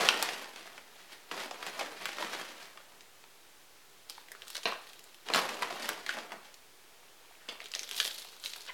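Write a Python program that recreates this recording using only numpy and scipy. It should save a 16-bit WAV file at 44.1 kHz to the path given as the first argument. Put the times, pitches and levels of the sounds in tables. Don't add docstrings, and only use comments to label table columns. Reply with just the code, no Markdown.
import sys
import numpy as np
from scipy import signal
from scipy.fft import rfft, irfft
from scipy.io import wavfile
from scipy.ndimage import uniform_filter1d

SR = 44100
rng = np.random.default_rng(int(sys.argv[2]) if len(sys.argv) > 2 else 0)


def linear_from_db(decibels):
    return 10 ** (np.asarray(decibels, float) / 20)


def transcribe(signal):
    frames = np.atleast_2d(signal).T
    limited = np.clip(frames, -1, 1)
    pcm = np.round(limited * 32767).astype(np.int16)
    wavfile.write(sys.argv[1], SR, pcm)


N = 384993

# peak t/s, build-up t/s, level/dB, brightness level/dB, fade/(dB per s)
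PUSHES = [(0.0, .01, -33, -0.5, 43), (0.229, 0.093, -39, 3.5, 95), (0.31, 0.04, -45, 2, 60),
          (0.58, 0.13, -52.5, 0.5, 32), (0.996, .1, -57.5, 1.5, 90), (1.125, 0.059, -52, 2.5, 148),
          (1.319, 0.023, -45.5, -1.5, 57), (1.42, 0.16, -41.5, 0.5, 171), (1.525, 0.022, -51, -1.5, 42),
          (1.668, 0.14, -47, 1.5, 80), (1.805, 0.13, -41, -1, 94), (2.015, 0.2, -47.5, 0.5, 58),
          (2.065, .02, -48, 5.5, 54), (2.21, 0.085, -41.5, -1, 80), (2.32, .1, -45, 1, 31.5),
          (2.63, 0.093, -51, 3, 208), (2.78, .02, -74, -7, 100), (2.93, .03, -71, -4, 100),
          (5.265, .02, -49, 0, 39), (5.3, 0.029, -55, -10, 57), (5.348, 0.038, -31.5, -1, 103),
          (5.49, 0.11, -46, 0, 42), (5.629, 0.07, -43, -2, 150), (5.71, 0.037, -44.5, -1, 37),
          (5.84, 0.093, -44, 1.5, 56), (5.9, 0.028, -56, -7.5, 107), (6.096, 0.064, -47, 5.5, 82),
          (6.184, 0.11, -46.5, -2.5, 125), (6.33, 0.073, -51.5, -5, 187), (6.45, .05, -60, 1.5, 100)]
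STROKES = [(4.105, 0.033, -53.5, 2.5, 64), (4.33, .06, -61.5, -6.5, 57), (4.435, 0.054, -61, -4, 58),
           (4.5, 0.072, -57, 18, 21), (4.565, 0.045, -49, 0.5, 160), (4.635, .04, -60, 8, 64),
           (4.68, 0.023, -43.5, -14.5, 137), (4.9, 0.22, -62, -3, 25), (7.3, 0.84, -70.5, -11.5, 10),
           (7.495, .02, -53.5, -10.5, 80), (7.615, 0.038, -54, -4, 130), (7.66, .05, -57, -0.5, 360),
           (7.745, 0.041, -51, 0.5, 27), (7.9, 0.11, -53.5, 0, 13), (7.99, 0.14, -43.5, 15, 39),
           (8.01, .02, -38, 3, 114), (8.21, 0.092, -56.5, 15, 74), (8.32, .08, -59.5, 0, 86),
           (8.459, 0.061, -44.5, 11.5, 90), (8.56, .1, -51.5, 4, 33), (8.67, 0.087, -63.5, -7, 33)]
# lowest f/Hz, highest f/Hz, cycles to die by 17 dB, grains per s,
# size spread level/dB
FILM_GRAINS = [(467, 1610, 0.89, 2500, 0.5), (1700, 5160, 1.19, 5500, 1.5), (5840, 13000, 4.6, 4900, -4.5)]
GRIT_GRAINS = [(420, 2780, 2.8, 2000, 4.9), (3400, 4530, 1.9, 2700, 4.4), (5150, 13300, 4.5, 2500, 1.9)]
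# offset level/dB, share of the brightness, fade speed relative to the gesture
FILM_ANSWER = [(-1, -1.55, 1.16), (0.5, 0.71, 1.415), (-11, 0.49, 1.15)]
GRIT_ANSWER = [(-4.5, -1.09, 1.5), (0.5, 0.085, 1.51), (-4.5, 0.35, 1.75)]
# t/s, peak level/dB, ring f/Hz, bright crack level/dB over the peak
SNAPS = [(0.0493, -22, 690, -7), (0.088, -3.5, 2920, -35), (0.226, -20.5, 830, 7.5),
         (0.2887, -21.5, 1890, -28), (0.4434, -31.5, 1850, -31), (0.5603, -31, 2600, -44),
         (0.7787, -34, 1350, -35), (1.313, -25.5, 1240, -27), (1.5105, -28.5, 689, -32),
         (1.6271, -28, 1350, -12), (1.6654, -28, 970, -5), (1.7953, -26, 2330, -42.5),
         (1.8104, -22.5, 705, -22), (2.0555, -21, 1700, -7), (2.1842, -24.5, 1124, -28.5),
         (2.2248, -21.5, 960, -27), (2.7737, -35.5, 1180, -22), (3.0077, -38.5, 3460, -22),
         (2.397, -28.5, 1450, -9), (2.92, -48, 1000, -25), (3.2394, -44, 1080, -15),
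         (5.2865, -26.5, 1660, -18), (5.3009, -26.5, 1120, -22), (5.3367, -12.5, 4240, -20),
         (5.3464, -13.5, 1380, -24), (5.3794, -21, 920, -20), (5.3894, -18, 1160, -9),
         (5.4913, -25, 1970, -12), (5.6226, -21.5, 1030, -12), (5.6304, -22, 1170, -15),
         (5.705, -28.5, 780, -28), (5.8227, -28, 5000, -28), (5.89, -21, 1620, 3),
         (6.0637, -25.5, 2020, -10), (6.0921, -18, 1630, -46), (6.1697, -29.5, 706, -22),
         (6.3196, -28.5, 840, -14), (6.542, -40, 5600, -6)]
TICKS = [(4.0976, -27.5, 3960, -1), (4.1796, -39, 1010, -21), (4.285, -39.5, 1760, -8),
         (4.3178, -36.5, 1960, 3.5), (4.35, -37, 1260, -19), (4.4202, -29.5, 3330, -27),
         (4.481, -36, 5500, 0), (4.5023, -34.5, 3380, 3), (4.5533, -24.5, 3560, -16),
         (4.5668, -23, 4100, -12), (4.6323, -33, 3670, -17), (4.639, -40, 4500, -4),
         (4.9323, -40, 3530, -1), (4.9927, -41.5, 3600, 2), (5.04, -45.5, 8000, 3),
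         (5.145, -40.5, 3930, -4), (7.6036, -29.5, 2150, -31), (7.658, -29.5, 3700, -28),
         (7.685, -40, 5000, -5), (7.7173, -30, 5730, -14), (7.7375, -24, 3080, -23),
         (7.7505, -18, 4800, -30), (7.7932, -21.5, 5640, -26), (7.832, -27.5, 6030, -27),
         (7.891, -30, 3400, -5), (7.912, -23.5, 3170, -5), (7.9453, -30, 3250, -13),
         (7.9776, -25, 4170, -15), (8.0009, -11.5, 3500, -16), (8.0506, -25, 3570, -24),
         (8.399, -42, 7000, -7), (8.439, -26, 4100, -20), (8.447, -32, 3430, -30), (8.4593, -20, 3870, -25),
         (8.5348, -25.5, 3800, -29), (8.6185, -40, 6000, -5)]
# t/s, ring peak level/dB, rattle peak level/dB, contact t/s
KNOCKS = [(4.6557, -20, -17, 0.00036), (7.4874, -34.5, -30, 0.00094)]
# f/Hz, relative level/dB, time to fall 60 dB t/s
POT_MODES = [(483, -1, 0.076), (691, 2, 0.048), (1065, 8.5, 0.034), (1580, 3, 0.042), (1850, 1, 0.038)]
# f/Hz, time to fall 60 dB t/s
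ROOM_DECAY = [(250, 0.22), (1500, 0.48), (4500, 0.34), (10000, 0.13)]
# f/Hz, relative level/dB
HISS_COLOUR = [(15, -37), (25, -14), (269, -10.5), (392, -3.5), (500, -6.5), (791, -6.5), (881, -6.5),
               (3300, -8.5), (15800, -18)]


def evened(x):
    return x / np.sqrt(np.mean(x ** 2) + 1e-20)


def peaked(x):
    return x / abs(x).max()


def read(points, hz):
    f, value = np.transpose(points)
    return np.interp(np.log(hz + 1), np.log(f + 1), value)


def add(mix, s, sound):
    part = mix[round(s * SR):][:len(sound)]
    part += sound[:len(part)]


def band(x, lo_hz, hi_hz):
    edges = [lo_hz, min(hi_hz, .45 * SR)]
    return signal.sosfilt(signal.butter(2, edges, "bandpass", fs=SR, output="sos"), x)


def grains(clumps, lo_hz, hi_hz, cycles, per_s, spread_db, count=16):
    spread = spread_db * np.minimum(rng.exponential(1, N), 4.5)
    size = linear_from_db(spread) * np.sign(rng.standard_normal(N))
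    clicks = size * clumps * (rng.random(N) < per_s / SR)
    kind, out = rng.integers(0, count, N), np.zeros(N)
    for k, hz in enumerate(np.geomspace(lo_hz, hi_hz, count)):
        turns = np.arange(round(8 * SR / lo_hz)) * hz / SR
        soft_start = 1 - np.exp(-turns / 0.36)
        wavelet = np.sin(2 * np.pi * turns) * np.exp(-turns / (.5 * cycles)) * soft_start
        wavelet /= np.linalg.norm(wavelet)
        out += signal.oaconvolve(clicks * (kind == k), wavelet)[:N]
    return evened(out)


def rustle(gestures, answers, families, clump_db):
    build_db = 24
    t, out = np.arange(N) / SR, np.zeros(N)
    crease_size = linear_from_db(clump_db * np.minimum(rng.exponential(1, N), 2.2))
    creases = crease_size * (rng.random(N) < 110 / SR)
    clumps = 1.01 + signal.oaconvolve(creases, np.exp(-t[:2000] / 0.0027))[:N]
    s, build, db, bright_db, fade = np.transpose(gestures)[:, :, None]
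    coarse_t = t[::32]
    since = coarse_t - s
    for (offset_db, share, speed), family in zip(answers, families):
        shape_db = np.where(since < 0, build_db * since / abs(build), -speed * fade * since)
        each = linear_from_db(db + offset_db + share * bright_db + shape_db)
        level = np.sqrt((each ** 2).sum(0))
        out += np.interp(t, coarse_t, level) * grains(clumps, *family)
    return out


def hiss():
    hiss_db = -59
    hz = np.fft.rfftfreq(N, 1 / SR)
    spectrum = rfft(rng.standard_normal(N)) * linear_from_db(read(HISS_COLOUR, hz))
    return linear_from_db(hiss_db) * evened(irfft(spectrum, N))


def room(x):
    taps = np.zeros((3, SR // 2))
    slots = np.arange(100, SR // 2 - 20, 20)
    at = slots + rng.integers(0, 20, (3, len(slots)))
    np.put_along_axis(taps, at, rng.choice([-1., 1.], (3, len(slots))), 1)
    hz, t, z = signal.stft(taps, SR, nperseg=256)
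    early = 1 + 1.96 * np.exp(-t / 0.0061)
    decay = linear_from_db(-60 * t / read(ROOM_DECAY, hz)[:, None])
    tails = signal.istft(z * early * decay, SR, nperseg=256)[1]
    tails /= np.linalg.norm(tails[0])
    phase = 3 * np.arange(N) / SR + np.arange(3)[:, None] / 3
    turn = np.sqrt(2 / 3) * np.cos(2 * np.pi * phase)
    return signal.fftconvolve(x * turn, tails, axes=1)[:, :N].sum(0)


def snaps(rows, cycles, puff_share):
    t, out = np.arange(1200) / SR, np.zeros(N)
    noises = rng.standard_normal((len(rows), 3, 1200))
    for (s, db, hz, crack_db), noise in zip(rows, noises):
        crack = peaked(band(noise[0] * np.exp(-t / 0.0022), 2500, 12100))
        ring = peaked(band(noise[1] * np.exp(-t * hz / cycles), hz / 1.194, hz * 1.18))
        puff = peaked(band(noise[2] * np.exp(-t / 0.0024), hz / 2.67, hz * 0.82 + 2500))
        body = peaked(ring + puff_share * puff)
        add(out, s, linear_from_db(db) * (body + linear_from_db(crack_db) * crack))
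    return out


def knocks():
    t, out = np.arange(8000) / SR, np.zeros(N)
    modes = sum(linear_from_db(db - 60 * t / t60) * np.sin(2 * np.pi * hz * t) for hz, db, t60 in POT_MODES)
    noises = rng.standard_normal((len(KNOCKS), 1500))
    for (s, ring_db, rattle_db, contact), noise in zip(KNOCKS, noises):
        push = np.hanning(round(contact * SR) + 2)
        add(out, s, linear_from_db(ring_db) * peaked(signal.fftconvolve(modes, push)))
        rattle = noise * np.exp(-t[:1500] / 0.0024)
        add(out, s, linear_from_db(rattle_db) * peaked(band(rattle, 2520, 4280)))
    return out


def squeak():
    start_s, length_s = 8.675, .032
    first_hz, last_hz = 1620, 838
    first_db, last_db = -47, -40
    u = np.arange(0, length_s, 1 / SR) / length_s
    wobble = 1 + .16 * evened(uniform_filter1d(rng.standard_normal(len(u)), 40))
    rate = first_hz + (last_hz - first_hz) * u ** 1.2
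    turns = np.cumsum(rate * wobble) / SR
    partials_db = [-2.5, 1.5, -4]
    slips = sum(linear_from_db(db) * np.cos(2 * np.pi * (k + 1) * turns) for k, db in enumerate(partials_db))
    swell = linear_from_db(first_db + (last_db - first_db) * u)
    return start_s, swell * slips * signal.windows.tukey(len(u), .2)


def scene():
    bag = rustle(PUSHES, FILM_ANSWER, FILM_GRAINS, 0.85) + snaps(SNAPS, 3.1, 1.76)
    pot = rustle(STROKES, GRIT_ANSWER, GRIT_GRAINS, 4.6) + snaps(TICKS, 1.6, 0.74)
    add(pot, *squeak())
    blows = knocks()
    to_room = linear_from_db(-6.5) * bag + linear_from_db(-7) * pot + linear_from_db(0.5) * blows
    return (bag + pot + blows + room(to_room))[None]


def band_limit(x):
    return signal.sosfilt(signal.butter(12, 16980, fs=SR, output="sos"), x)


def record(dry):
    low_cut_hz, offset = 183, 0.00082
    thin = signal.sosfilt(signal.butter(4, low_cut_hz, "highpass", fs=SR, output="sos"), dry)
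    return band_limit(thin + hiss() + offset)


dry = scene()
out = record(dry)
transcribe(out)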